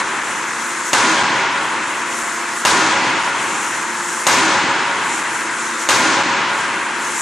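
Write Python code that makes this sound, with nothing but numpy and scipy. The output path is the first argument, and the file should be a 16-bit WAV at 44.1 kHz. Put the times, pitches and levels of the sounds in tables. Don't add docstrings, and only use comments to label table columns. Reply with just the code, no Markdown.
import sys
import numpy as np
from scipy import signal
from scipy.io import wavfile
from scipy.ndimage import uniform_filter1d

SR = 44100
rng = np.random.default_rng(int(sys.argv[2]) if len(sys.argv) > 2 else 0)


def voltage_ratio(level):
    return 10 ** (np.asarray(level, float) / 20)


def generate_wav(sig):
    pcm = np.round(np.clip(np.atleast_2d(sig).T, -1, 1) * 32767).astype(np.int16)
    wavfile.write(sys.argv[1], SR, pcm)


N = 317961
CONTROL_STEP = 32


def rms_one(x):
    return x / np.sqrt(np.mean(x ** 2) + 1e-20)


def at_hz(points, hz, column=1):
    table = np.array(points)
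    return np.interp(np.log(hz), np.log(table[:, 0]), table[:, column])


def in_time(rows):
    return np.interp(np.arange(N) / SR, *np.transpose(rows))


def control_times():
    return np.arange(0, N + CONTROL_STEP, CONTROL_STEP) / SR


def to_samples(t, envelope):
    return np.interp(np.arange(N) / SR, t, envelope)


def drift(rate_hz):
    step = 40
    r = np.exp(-2 * np.pi * step * rate_hz / SR)
    sparse = rng.standard_normal(N // step + 2002)
    slow = signal.lfilter([1], [1, -2 * r, r * r], sparse)[2000:]
    return np.interp(np.arange(N) / step, np.arange(len(slow)), rms_one(slow))


def ring(drive, hz, t60_s):
    r = voltage_ratio(-60 / (t60_s * SR))
    w = 2 * np.pi * hz / SR
    return signal.lfilter([0, np.sin(w)], [1, -2 * r * np.cos(w), r * r], drive + 1e-18)


# (frequency [Hz], correlation [-1..1])
STEREO_LIKENESS = [(60, 0.45), (200, 0.94), (660, 0.92), (1500, 0.93), (3000, 0.82), (5000, 0.88),
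                   (7500, 0.79), (10000, 0.73)]
# (frequency [Hz], level [dB])
STEREO_LEAN = [(60, -9), (110, 5), (200, 2), (360, 1), (660, 0), (1200, 0.5), (2180, 1.5), (3970, 1.5),
               (7230, 4), (13200, -3)]


def banded_noise(spectrum, patchy_db, envelope=lambda hz: 1, noise=lambda: rng.standard_normal((2, 2, N))):
    out, power = 0, 0
    white = noise()
    edges = 850 * 2 ** (np.arange(-12, 13) / 3)
    edges = edges[(edges > 0.8 * spectrum[0][0]) & (edges < 1.25 * spectrum[-1][0])]
    for k, (low, high) in enumerate(zip(edges, edges[1:])):
        hz = np.sqrt(low * high)
        band = signal.butter(3, [low, high], "band", fs=SR, output="sos")
        mid, side = signal.sosfilt(band, white[k % 2])
        alike = np.clip(at_hz(STEREO_LIKENESS, hz), 0, 1)
        lean = voltage_ratio(at_hz(STEREO_LEAN, hz) / 2 * np.array([[1], [-1]]))
        pair = np.sqrt(1 + alike) * mid + np.sqrt(1 - alike) * side * [[1], [-1]]
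        level_db = at_hz(spectrum, hz)
        out = out + voltage_ratio(level_db + patchy_db * drift(11.8)) * envelope(hz) * lean * pair
        power += voltage_ratio(level_db) ** 2 * (high - low) * 4 / SR
    return out / np.sqrt(power)


# (frequency [Hz], density [dB per Hz])
PUMP_SPECTRUM = [(60, -36), (110, -20.5), (200, -10), (330, -8.5), (450, -8.5), (620, -11), (760, -12),
                 (950, 1), (1200, -1), (1650, 0.5), (2300, -7), (3300, -16), (4500, -15.5), (7000, -37)]
# (time [s], level [dB])
PUMP_LOAD = [(0.0, -21), (7.21, -19.5)]
WHINE_HZ = [232, 320, 349.5, 522, 694.4, 1007, 1609]
WHINE_DB = [-43, -43, -37, -47, -37, -41, -44]


def pumps():
    t = np.arange(N) / SR
    tones = 0
    for hz, level_db in zip(WHINE_HZ, WHINE_DB):
        height = np.sqrt(2) * voltage_ratio(level_db + 2 * drift(2))
        tones = tones + height * np.sin(2 * np.pi * hz * t + 0.45 * drift(2))
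    return voltage_ratio(in_time(PUMP_LOAD)) * banded_noise(PUMP_SPECTRUM, patchy_db=-0.93) + tones


# (frequency [Hz], density [dB per Hz])
HISS_SPECTRUM = [(4000, -17), (5000, -8), (6000, 1.5), (7000, 1.5), (8500, 1.5), (10000, -1.5),
                 (11500, -12.5), (13700, -10)]
# (peak time [s], level [dB], length [s])
PUFFS = [(0.078, -30, 0.16), (0.283, -31, .2), (0.66, -34.5, .35), (1.40, -29.5, .1), (1.647, -29, 0.23),
         (1.876, -29.5, 0.091), (2.197, -31, 0.33), (3.096, -28.5, 0.3), (3.252, -26.5, 0.096),
         (3.528, -26, 0.48), (4.1, -29, 0.23), (4.80, -29, 0.32), (4.948, -29.5, 0.099), (5.131, -24, 0.16),
         (5.354, -30, 0.18), (5.509, -43, 0.052), (5.647, -31.5, 0.23), (6.59, -27, 0.14),
         (6.77, -33.5, 0.3), (7.12, -29.5, 0.18), (7.21, -23.5, 0.056)]
LEAK_DB = -34
SWITCH_LEAD_S, SWITCH_DB, SWITCH_S = 0.057, -29.5, 0.074
PUFF_RISE_SHARE = 0.5


def valves():
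    t = control_times()
    switches = [(row[0] - SWITCH_LEAD_S, SWITCH_DB, SWITCH_S) for row in BLOWS]
    power = voltage_ratio(LEAK_DB) ** 2
    for peak_s, level_db, length_s in PUFFS + switches:
        width_s = length_s * np.where(t < peak_s, PUFF_RISE_SHARE, 1 - PUFF_RISE_SHARE)
        power = power + voltage_ratio(level_db) ** 2 * np.exp(-((t - peak_s) / width_s) ** 2)
    return to_samples(t, np.sqrt(power)) * banded_noise(HISS_SPECTRUM, patchy_db=1.0)


SAME_ECHOES = 0.7


def echo_noise():
    starts = np.array([0] + [round(row[0] * SR) for row in BLOWS])
    n = np.arange(N)
    since = n - starts[np.searchsorted(starts, n, "right") - 1]
    fresh = rng.standard_normal((2, 2, N))
    repeated = fresh[..., ::-1][..., since]
    return np.sqrt(1 - SAME_ECHOES) * fresh + np.sqrt(SAME_ECHOES) * repeated


# (frequency [Hz], t60 [s], build-up [s])
HALL = [(80, 1.26, 0.022), (330, 2.17, 0.036), (540, 1.81, 0.0014), (1140, 2.43, 0.0055),
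        (2600, 2.27, 0.0021), (6540, 1.26, 0.004), (11030, 0.68, 0.0041)]
# (time [s], roar level [dB])
EARLIER_BLOW = (-0.76, 7.7)


def reverberation(hz, lasting=1):
    t = control_times()
    t60_s, build_up_s = at_hz(HALL, hz), at_hz(HALL, hz, column=2)
    power = 0
    for s, *_, roar_db in [EARLIER_BLOW, *BLOWS]:
        age = np.maximum(t - s - 0.002, 0)
        lull = 1 - 0.8 * np.exp(-((age - 0.012) / 0.003) ** 2)
        build_up = 1 - np.exp(-age / build_up_s)
        power += voltage_ratio(roar_db - 60 * age / t60_s / lasting) ** 2 * lull * build_up ** 2
    return to_samples(t, np.sqrt(power))


# (frequency [Hz], density [dB per Hz])
ROAR_SPECTRUM = [(60, -37), (120, -8), (200, -1.5), (330, 0.5), (480, -2.5), (700, 1), (900, 6),
                 (1200, 2.5), (1600, 3), (2200, 0), (3500, -5), (6500, -8.5), (10000, -13), (13500, -25)]


def hall_roar():
    return banded_noise(ROAR_SPECTRUM, patchy_db=0.64, envelope=reverberation, noise=echo_noise)


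FRAME_HZ = [326, 387, 560, 662, 807, 855, 904, 952, 1006, 1107, 1227, 1422, 1464, 1523, 1604, 1775, 1975,
            2150]
# (level over the roar [dB], t60 [s])
FRAME_RINGING = [(-20, 0.41), (-20, 0.37), (-17, 0.51), (-23.5, 0.51), (-28, 0.13), (-20, 0.081),
                 (-41, 0.12), (-11, 0.095), (-16, 0.3), (-14.5, 0.15), (-29, 0.11), (-18, 0.51), (-27, 1),
                 (-28, 0.73), (-19, 0.95), (-23.5, 0.6), (-21.5, 0.26), (-25, 0.22)]


def frame():
    out, white = 0, echo_noise()[0]
    pair = white[0] + 0.13 * white[1] * [[1], [-1]]
    for hz, (level_db, t60_s) in zip(FRAME_HZ, FRAME_RINGING):
        steady_rms = np.sqrt(t60_s * SR / (4 * np.log(1000)))
        drive = pair * reverberation(hz, lasting=0.97)
        out = out + voltage_ratio(level_db) / steady_rms * ring(drive, hz, t60_s)
    return out


# (frequency [Hz], level over the roar [dB], delay [s], swell [s], t60 [s])
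ANVIL_NOTES = [
    (807, -10, 0, 0.02, 0.56),
    (321, -5.5, 0.096, 0.054, 0.63),
    (1236, -1, 0.0095, 0.0035, .12),
    (950, -7, 0.019, 0.022, 0.15),
    (1091, -5.5, .025, 0.032, 0.49),
    (1422, -5.5, .03, 0.037, 0.67),
    (1008, -6.5, .05, 0.046, 0.53),
    (934, -9, 0.14, 0.027, 0.2),
    (838, -6, .26, .03, .3),
    (975, -8.5, 0.232, 0.027, .4),
]


def anvil():
    length = 2 * SR
    out, t = np.zeros(N + length), np.arange(length) / SR
    for hz, level_db, delay_s, swell_s, t60_s in ANVIL_NOTES:
        age = np.maximum(t - delay_s, 0)
        envelope = voltage_ratio(level_db - 60 * age / t60_s) * (1 - np.exp(-(age / swell_s) ** 2))
        note = envelope * np.sin(2 * np.pi * hz * age)
        for s, _, roar_db in BLOWS:
            start = round(s * SR)
            out[start:start + length] += voltage_ratio(roar_db) * note
    return out[:N]


# (time [s], crack peak [dB], roar level [dB])
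BLOWS = [
    (0.931, -12, 8),
    (2.65, -12, 8.5),
    (4.267, -12, 9),
    (5.888, -12, 8.5),
]
# (frequency [Hz], level [dB], t60 [s])
DIE_FACES = [(1100, 13, 0.0035), (2850, 1, 0.031), (3580, -1.5, 0.042), (6520, 1.5, 0.0087),
             (8380, -5.5, 0.037)]


def crack():
    clicks = np.zeros(N)
    hits = [round((row[0] + 0.0009) * SR) for row in BLOWS]
    clicks[hits] = voltage_ratio(np.array(BLOWS)[:, 1] + 10)
    fading = signal.lfilter([1], [1, -voltage_ratio(-60 / (0.06 * SR))], clicks)
    white = rng.standard_normal((2, N))
    pair = white[0] + 0.3 * white[1] * [[1], [-1]]
    splinter = signal.sosfilt(signal.butter(2, [500, 8000], "band", fs=SR, output="sos"), pair)
    pings = sum(voltage_ratio(level_db) * ring(-clicks, hz, t60_s) for hz, level_db, t60_s in DIE_FACES)
    return pings + voltage_ratio(-13) * fading * splinter


def scene():
    background = pumps() + valves()
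    lean = voltage_ratio(np.array([[0.6], [-0.6]]))
    return background + hall_roar() + frame() + anvil() + crack() * lean


# (frequency [Hz], width [Hz], boost [dB])
CAPSULE = [
    (7030, 1720, 6),
    (710, 223, -3.5),
]


def microphone(x):
    x = signal.sosfilt(signal.butter(8, 92, "high", fs=SR, output="sos"), x)
    for hz, width_hz, boost_db in CAPSULE:
        peak = signal.lfilter(*signal.iirpeak(hz, hz / width_hz, SR), x)
        x = x + (voltage_ratio(boost_db) - 1) * peak
    return x


def gain_control(x, knee_db=-21, slope=0.63, release_db_s=45, ceiling=0.49):
    pole = np.exp(-1 / (0.0018 * SR))
    power = signal.lfilter([1 - pole], [1, -pole], np.mean(x ** 2, axis=0))
    level_db = 10 * np.log10(power + 1e-9)
    ramp_db = release_db_s * np.arange(N) / SR
    held_db = np.maximum.accumulate(level_db + ramp_db) - ramp_db
    wanted_db = -slope * np.maximum(held_db - knee_db, 0)
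    gain_db = signal.lfilter([1 - pole], [1, -pole], wanted_db)
    top = np.minimum(ceiling * voltage_ratio(np.maximum(gain_db - wanted_db, 0)), 0.88)
    x = x * voltage_ratio(gain_db) / top
    return top * x / (1 + x ** 4) ** 0.25


DROPOUT_S, MUTE_S, FADE_IN_S = 0.2301, 0.0014, 0.0022


def dropouts():
    since = (np.arange(N) / SR - DROPOUT_S) % 1
    return np.clip((since - MUTE_S) / FADE_IN_S, 0.12, 1)


def treble_gate(x, mid_db=-39.0, side_db=-45, tilt_db=0.9, jitter_db=3.0):
    hz, _, z = signal.stft([x[0] + x[1], x[0] - x[1]], SR, nperseg=2048)
    jitter = voltage_ratio(jitter_db * rng.standard_normal(z.shape[2])) ** 2
    total = np.sum(np.abs(z[0]) ** 2, axis=0) * jitter
    for low in range(9000, 13800, 300):
        band = (hz >= low) & (hz < low + 300)
        floor = voltage_ratio(np.array([[mid_db], [side_db]]) + tilt_db * (low - 11000) / 1000) ** 2
        share = np.sum(np.abs(z[:, band]) ** 2, axis=1) / total
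        z[:, band] *= (uniform_filter1d(share, size=3) > floor)[:, None]
    z[0, hz > 13700] = 0
    z[1, hz > 11000] = 0
    mid, side = signal.istft(z, SR, nperseg=2048)[1][:, :N]
    return np.array([mid + side, mid - side]) / 2


def top_cut(x):
    return signal.sosfilt(signal.butter(12, 13760, fs=SR, output="sos"), x)


def record(dry):
    x = gain_control(microphone(dry))
    x = signal.sosfilt(signal.butter(2, [70, 14000], "band", fs=SR, output="sos"), x)
    mix = treble_gate(x * dropouts())
    return top_cut(mix)


dry = scene()
out = record(dry)
generate_wav(out)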